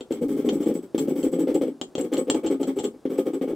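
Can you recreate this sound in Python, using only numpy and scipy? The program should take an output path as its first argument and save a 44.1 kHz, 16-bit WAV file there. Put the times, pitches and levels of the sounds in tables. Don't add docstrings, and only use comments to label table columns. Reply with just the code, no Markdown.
import sys
import numpy as np
from scipy import signal
from scipy.fft import rfft, irfft, next_fast_len
from scipy.io import wavfile

SR = 44100
rng = np.random.default_rng(int(sys.argv[2]) if len(sys.argv) > 2 else 0)


def inscribe(sig):
    pcm = np.round(np.clip(np.atleast_2d(sig).T, -1, 1) * 32767)
    wavfile.write(sys.argv[1], SR, pcm.astype(np.int16))


N = 156555

# start_s, length_s, rumble_db, crunch_db, fizz_db, ring_db
RIDGES = [(0.105, 0.082, -29, -51.5, -56.5, -49.5), (0.212, 0.046, -22, -56, -54.5, -51),
          (0.281, 0.1, -27, -51.5, -55, -55.5), (0.365, 0.075, -26, -49.5, -54.5, -62),
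          (0.442, 0.093, -22.5, -49, -55.5, -52.5), (0.521, 0.063, -23.5, -50.5, -53, -46),
          (0.597, 0.056, -25, -48.5, -54.5, -53), (0.661, 0.061, -20.5, -46.5, -52, -47.5),
          (0.736, 0.055, -27, -52.5, -54, -47.5), (0.826, 0.016, -34.5, -54.5, -63, -56),
          (0.977, 0.079, -24.5, -49, -49.5, -52), (1.074, 0.06, -22, -49, -53, -50),
          (1.153, 0.096, -26, -49.5, -52.5, -50), (1.23, 0.051, -22, -48, -50, -41.5),
          (1.316, 0.056, -23.5, -46.5, -55, -44.5), (1.384, 0.061, -22.5, -47.5, -51.5, -45),
          (1.47, 0.053, -23, -46.5, -56.5, -57), (1.542, 0.028, -17.5, -47.5, -50.5, -40),
          (1.61, 0.042, -23, -45.5, -53.5, -52), (1.669, 0.028, -24.5, -52.5, -61, -57),
          (1.985, 0.036, -26, -48, -51.5, -60), (2.037, 0.026, -26, -49.5, -56, -56),
          (2.119, 0.04, -22.5, -40, -50, -66), (2.172, 0.043, -21.5, -46, -50.5, -34.5),
          (2.27, 0.052, -23, -51, -62, -70), (2.338, 0.054, -22.5, -46, -55.5, -49),
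          (2.433, 0.045, -22.5, -43.5, -57, -55), (2.499, 0.05, -21.5, -44, -55, -46),
          (2.599, 0.043, -23.5, -51, -54.5, -50), (2.667, 0.044, -23, -44, -54, -46.5),
          (2.759, 0.039, -25.5, -50.5, -56, -52), (2.829, 0.044, -24.5, -48.5, -52.5, -43),
          (2.935, 0.0085, -37, -68, -71, -83), (3.095, 0.078, -28.5, -50, -57.5, -57),
          (3.178, 0.031, -19, -43.5, -48.5, -46.5), (3.254, 0.047, -24, -46.5, -55.5, -56),
          (3.331, 0.038, -25, -49.5, -56, -47.5), (3.414, 0.036, -25, -51, -55.5, -57),
          (3.475, 0.058, -26, -52.5, -60, -58)]
# start_s, slab_db, crunch_db
KNOCKS = [(0.108, -18.5, -46), (0.226, -29, -49), (.946, -15, -42.5), (1.265, -20, -49), (1.473, -19, -44),
          (1.566, -24.5, -53), (1.613, -18, -42.5), (1.983, -22, -48), (3.054, -18.5, -45),
          (3.413, -19.5, -42), (3.477, -24, -52)]
# start_s, scrape_s, click_db, ring_db, thud_db
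CLINKS = [(.008, 0.0025, -45.5, -52.5, -32), (0.123, 0.0033, -45, -48, -36),
          (0.4898, 0.0037, -34, -59, -28.5), (0.627, 0.0067, -50.5, -48, -35.5),
          (0.659, 0.0052, -53, -49, -33), (0.9802, 0.0032, -40, -37.5, -30.5),
          (.988, 0.0034, -40.5, -36, -40), (1.23, 0.002, -45, -46, -34), (1.546, .006, -45.5, -43.5, -34),
          (1.814, 0.0016, -33.5, -44, -28), (1.953, 0.0016, -38, -50, -25), (1.981, 0.0038, -43, -43, -24),
          (2.011, 0.0033, -50, -37, -42), (2.136, 0.0045, -41.5, -38, -28), (2.1694, 0.0046, -40, -59, -32),
          (2.3001, 0.0011, -25.5, -26, -28), (2.346, 0.0027, -41.5, -48, -29),
          (2.463, 0.0083, -38.5, -38.5, -32), (2.6309, 0.0039, -42, -47, -28.5),
          (2.788, 0.0097, -39.5, -39, -27), (2.842, 0.0074, -38.5, -43, -31)]
# start_s, level_db
SNAPS = [(.108, -58), (.285, -50), (.834, -58), (.946, -49), (.978, -46), (1.318, -57), (1.473, -63),
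         (3.054, -57), (3.413, -58)]

# freq_hz, level_db
SLAB_SPECTRUM = [(25, -43.5), (70, -46), (115, -31.5), (150, -20), (176, -9.5), (200, -14), (230, -5),
                 (275, 4), (300, 0.5), (315, 2), (335, 0.5), (365, -2.5), (400, 0.5), (432, -4.5),
                 (460, -7), (485, -4), (515, -3), (555, -10), (630, -24.5), (740, -26), (850, -24.5),
                 (950, -46), (1300, -53.5), (3000, -45), (16000, -110)]
# time_s, tilt_db_per_octave
SLAB_TILT = [(.1, -4), (.8, -1.5), (1.1, -2), (1.6, 2.5), (2.1, 1.5), (2.8, 1), (3.2, 0.5), (3.5, 4)]
# freq_hz, t60_s, level_db
SLAB_MODES = [(795, 0.036, 0.5), (838, 0.11, 1.5), (1101, 0.11, -2.5), (1232.7, .14, 0), (2240, 0.11, -8),
              (2600, 0.073, -17)]
# time_s, level_db
MODES_OVER_RUMBLE = [(.1, -33), (.8, -33), (1.5, -37), (2.1, -26), (2.8, -25), (3.5, -25)]
# freq_hz, level_db
THUD_SPECTRUM = [(30, -24), (130, -11), (280, 4), (500, 3), (650, -7), (830, -2.5), (980, -20.5),
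                 (1250, -19.5), (1600, -28), (4000, -35.5), (16000, -93)]
# freq_hz, level_db
WORKTOP_SPECTRUM = [(20, -2), (50, -1), (90, -1), (200, -9), (1000, -65)]
# freq_hz, level_db
CRUNCH_SPECTRUM = [(300, -40), (800, 6), (980, 3.5), (1230, 7), (1400, 3.5), (1950, 0.5), (2230, 7),
                   (2650, -7.5), (3230, 5.5), (3900, -8.5), (4300, -9), (4900, -12.5), (6000, -9),
                   (7300, -28), (8500, -14), (11000, -51)]
# freq_hz, level_db
FIZZ_SPECTRUM = [(1500, -18), (5000, -4), (8500, -2), (10500, -2), (14000, -1), (15400, 4), (15800, -11),
                 (17000, -44)]
# freq_hz, level_db
CLICK_SPECTRUM = [(400, -14), (1200, -1.5), (1550, -6.5), (2500, -4), (2950, 5.5), (3220, 6), (3550, 1.5),
                  (3880, -5), (4230, 1), (4700, -9), (6200, -6), (6850, -4), (7300, -1.5), (7900, -7.5),
                  (8800, -41), (16000, -20)]
# freq_hz, t60_s, rubbed_db, struck_db
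STONE_MODES = [(7595, 0.06, -20, 6), (7845, 0.068, -6, -18.5)]
# freq_hz, t60_s, level_db
CLACK_MODES = [(2955, 0.066, -7), (3180, 0.075, 2), (3244, 0.075, 0.5), (3520, .06, -6), (4260, .06, -9.5),
               (6860, 0.057, -10)]
# freq_hz, level_db
HUSH_SPECTRUM = [(15, -69), (25, -23.5), (363, -3.5), (1330, -22.5), (1940, -30), (2110, -32.5),
                 (4250, -32.5), (4740, -33), (6740, -35), (8590, -35), (16000, -47)]
# freq_hz, t60_s
KITCHEN_DECAY = [(150, 0.32), (400, 0.18), (1000, 0.13), (3000, 0.11), (8000, 0.15), (15000, 0.17)]

HUSH_DB = -53.5
LEAD_S = 0.0046
CRUNCH_LAG_S = 0.002
BUMPS_PER_S, GRAINS_PER_S, DUST_PER_S, RUBS_PER_S = 420, 2200, 7600, 460
SCRAPES_PER_S = 2500
BLOW_S = 0.0082
CATCH_DB = 6.5
CLACK_DB = -5.5
TOP_HZ = 16000


def amp(db):
    return 10 ** (np.asarray(db) / 20)


def along(points, hz):
    point_hz, value = np.transpose(points)
    return np.interp(np.log(hz + 1), np.log(point_hz + 1), value)


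def unit(x):
    return x / np.sqrt(np.sum(x ** 2, axis=-1, keepdims=True) + 1e-20)


def add(track, start_s, x):
    i = max(round(start_s * SR), 0)
    track[i:i + len(x)] += x[:max(N - i, 0)]


def body(spectrum, size=4096):
    cepstrum = irfft(np.log(amp(along(spectrum, np.fft.rfftfreq(size, 1 / SR)))))
    cepstrum[1:size // 2] *= 2
    cepstrum[size // 2 + 1:] = 0
    return unit(irfft(np.exp(rfft(cepstrum))))


def ringing(modes, samples):
    t = np.arange(samples) / SR
    return sum(amp(db - 60 * t / t60_s) * np.sin(2 * np.pi * hz * t) for hz, t60_s, db in modes)


def kitchen(x, wet_db, apart, left_db):
    out = np.zeros((2, N))
    for i in range(0, N, SR // 4):
        hz, _, z = signal.stft(rng.standard_normal((2, SR // 3)), SR, nperseg=256)
        t = np.arange(z.shape[-1]) * 128 / SR
        decay = amp(-60 * t / along(KITCHEN_DECAY, hz)[:, None])
        mid, side = unit(signal.istft(z * decay, SR, nperseg=256)[1])
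        for track, sign in zip(out, (1, -1)):
            tail = amp(wet_db) * unit(mid + sign * apart * side)
            answer = np.r_[1, np.zeros(SR // 300), tail]
            add(track, i / SR, signal.fftconvolve(x[i:i + SR // 4], unit(answer)))
    return out * amp([[left_db / 2], [-left_db / 2]])


def room_tone():
    noise = signal.fftconvolve(rng.standard_normal(N), body(HUSH_SPECTRUM))[:N]
    return amp(HUSH_DB) * kitchen(noise, wet_db=-9.0, apart=1.0, left_db=0.6)


def blows(rows, response):
    track = np.zeros(N)
    for start_s, db in rows:
        add(track, start_s, amp(db) * np.sqrt(BLOW_S * SR) * response)
    return track


def snaps():
    return kitchen(blows(SNAPS, body(FIZZ_SPECTRUM)), wet_db=7, apart=1.8, left_db=5.0)


def contacts(size, per_s, scatter_db):
    chance, sign, spread = rng.random((3, SR // 2))[:, :size]
    gain = amp(-scatter_db * np.log(1 - spread))
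    return (chance < per_s / SR) * np.sign(sign - 0.5) * gain


def scrapes(levels_db, response):
    track, t = np.zeros(N), np.arange(SR // 20) / SR
    for (start_s, scrape_s, *_), db in zip(CLINKS, levels_db):
        fade = np.exp(-(t / scrape_s / 2) ** 2)
        chatter = contacts(len(t), SCRAPES_PER_S, scatter_db=0.0) * fade
        chatter[0] = amp(CATCH_DB)
        sound = unit(signal.fftconvolve(chatter, response))
        add(track, start_s, amp(db) * np.sqrt(BLOW_S * SR) * sound)
    return track


def clack():
    levels_db = np.transpose(CLINKS)[2] + CLACK_DB
    return kitchen(scrapes(levels_db, ringing(CLACK_MODES, SR // 10)), wet_db=-3.5, apart=0.73, left_db=5)


def stone_ring(struck):
    modes = [(hz, t60_s, struck_db if struck else rubbed_db)
             for hz, t60_s, rubbed_db, struck_db in STONE_MODES]
    return unit(ringing(modes, SR // 10))


def clinks():
    click_db, ring_db, thud_db = np.transpose(CLINKS)[2:]
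    click = scrapes(click_db, body(CLICK_SPECTRUM))
    ring = scrapes(ring_db, stone_ring(struck=True))
    thud = scrapes(thud_db, body(THUD_SPECTRUM))
    return (amp(3.0) * kitchen(click, wet_db=1, apart=2.14, left_db=1.5)
            + amp(2.5) * kitchen(ring, wet_db=-3, apart=3.8, left_db=3.5)
            + amp(1.5) * kitchen(thud, wet_db=-2, apart=0.13, left_db=2.0))


def knocks():
    start_s, slab_db, crunch_db = np.transpose(KNOCKS)
    knock = blows(zip(start_s, slab_db), body(SLAB_SPECTRUM))
    crack = blows(zip(start_s, crunch_db), body(CRUNCH_SPECTRUM))
    shake = blows(zip(start_s, slab_db), body(WORKTOP_SPECTRUM))
    return (kitchen(knock, wet_db=-5, apart=0.12, left_db=1.6)
            + amp(1.0) * kitchen(crack, wet_db=13, apart=0.72, left_db=2)
            + amp(-34) * kitchen(shake, wet_db=-9, apart=1.4, left_db=3.5))


def rolling(levels_db, response_at, per_s, scatter_db, attack_s, release_s, sag_db, lag_s):
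    track = np.zeros(N)
    for (start_s, length_s, *_), db in zip(RIDGES, levels_db):
        t = np.arange(int((length_s + LEAD_S + 5 * release_s) * SR)) / SR
        swell = np.minimum(t / attack_s, 1)
        sag = amp(-sag_db * np.minimum(t / length_s, 1) ** 2)
        release = np.exp(-np.maximum(t - LEAD_S - length_s, 0) / release_s)
        shower = contacts(len(t), per_s, scatter_db) * swell * sag * release
        sound = unit(signal.fftconvolve(shower, response_at(start_s)))
        add(track, start_s - LEAD_S + lag_s, amp(db) * np.sqrt(length_s * SR) * sound)
    return track


def slab_ring():
    start_s, _, rumble_db = np.transpose(RIDGES)[:3]
    modes = ringing(SLAB_MODES, SR // 6)
    levels_db = rumble_db + np.interp(start_s, *np.transpose(MODES_OVER_RUMBLE))
    ring = rolling(levels_db, lambda s: modes, BUMPS_PER_S, scatter_db=2.5,
                   attack_s=0.012, release_s=0.0044, sag_db=8.5, lag_s=0)
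    return kitchen(ring, wet_db=-4.5, apart=0.8, left_db=0)


def slab(time_s):
    tilt_db = np.interp(time_s, *np.transpose(SLAB_TILT))
    top_hz = SLAB_MODES[0][0]
    return body([(hz, db + tilt_db * np.log2(min(hz, top_hz))) for hz, db in SLAB_SPECTRUM])


def rub(ring_db):
    track = rolling(ring_db, lambda s: stone_ring(struck=False), RUBS_PER_S, scatter_db=1,
                    attack_s=0.024, release_s=0.005, sag_db=27.5, lag_s=CRUNCH_LAG_S)
    return amp(-4.26) * kitchen(track, wet_db=-2.0, apart=1.9, left_db=0.5)


def fizz(fizz_db):
    track = rolling(fizz_db, lambda s: body(FIZZ_SPECTRUM), DUST_PER_S, scatter_db=3.5,
                    attack_s=0.015, release_s=0.0065, sag_db=19.5, lag_s=CRUNCH_LAG_S)
    return amp(1.5) * kitchen(track, wet_db=4, apart=2.1, left_db=1.5)


def crunch(crunch_db):
    track = rolling(crunch_db, lambda s: body(CRUNCH_SPECTRUM), GRAINS_PER_S, scatter_db=3.0,
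                    attack_s=0.016, release_s=0.011, sag_db=10.5, lag_s=CRUNCH_LAG_S)
    return amp(-1.8) * kitchen(track, wet_db=1.5, apart=1.22, left_db=0.0)


def rumble(rumble_db):
    track = rolling(rumble_db, slab, BUMPS_PER_S, scatter_db=1.57,
                    attack_s=0.012, release_s=0.013, sag_db=7.5, lag_s=0)
    return amp(0.13) * kitchen(track, wet_db=-10, apart=0.1, left_db=1.6)


def grinding():
    rumble_db, crunch_db, fizz_db, ring_db = np.transpose(RIDGES)[2:]
    return rumble(rumble_db) + crunch(crunch_db) + fizz(fizz_db) + rub(ring_db)


def scene():
    return room_tone() + snaps() + clack() + clinks() + knocks() + slab_ring() + grinding()


def record(dry):
    size = next_fast_len(N + SR // 2)
    keep = np.fft.rfftfreq(size, 1 / SR) < TOP_HZ
    return irfft(rfft(dry, size) * keep, size)[:, :N]


dry = scene()
out = record(dry)
inscribe(out)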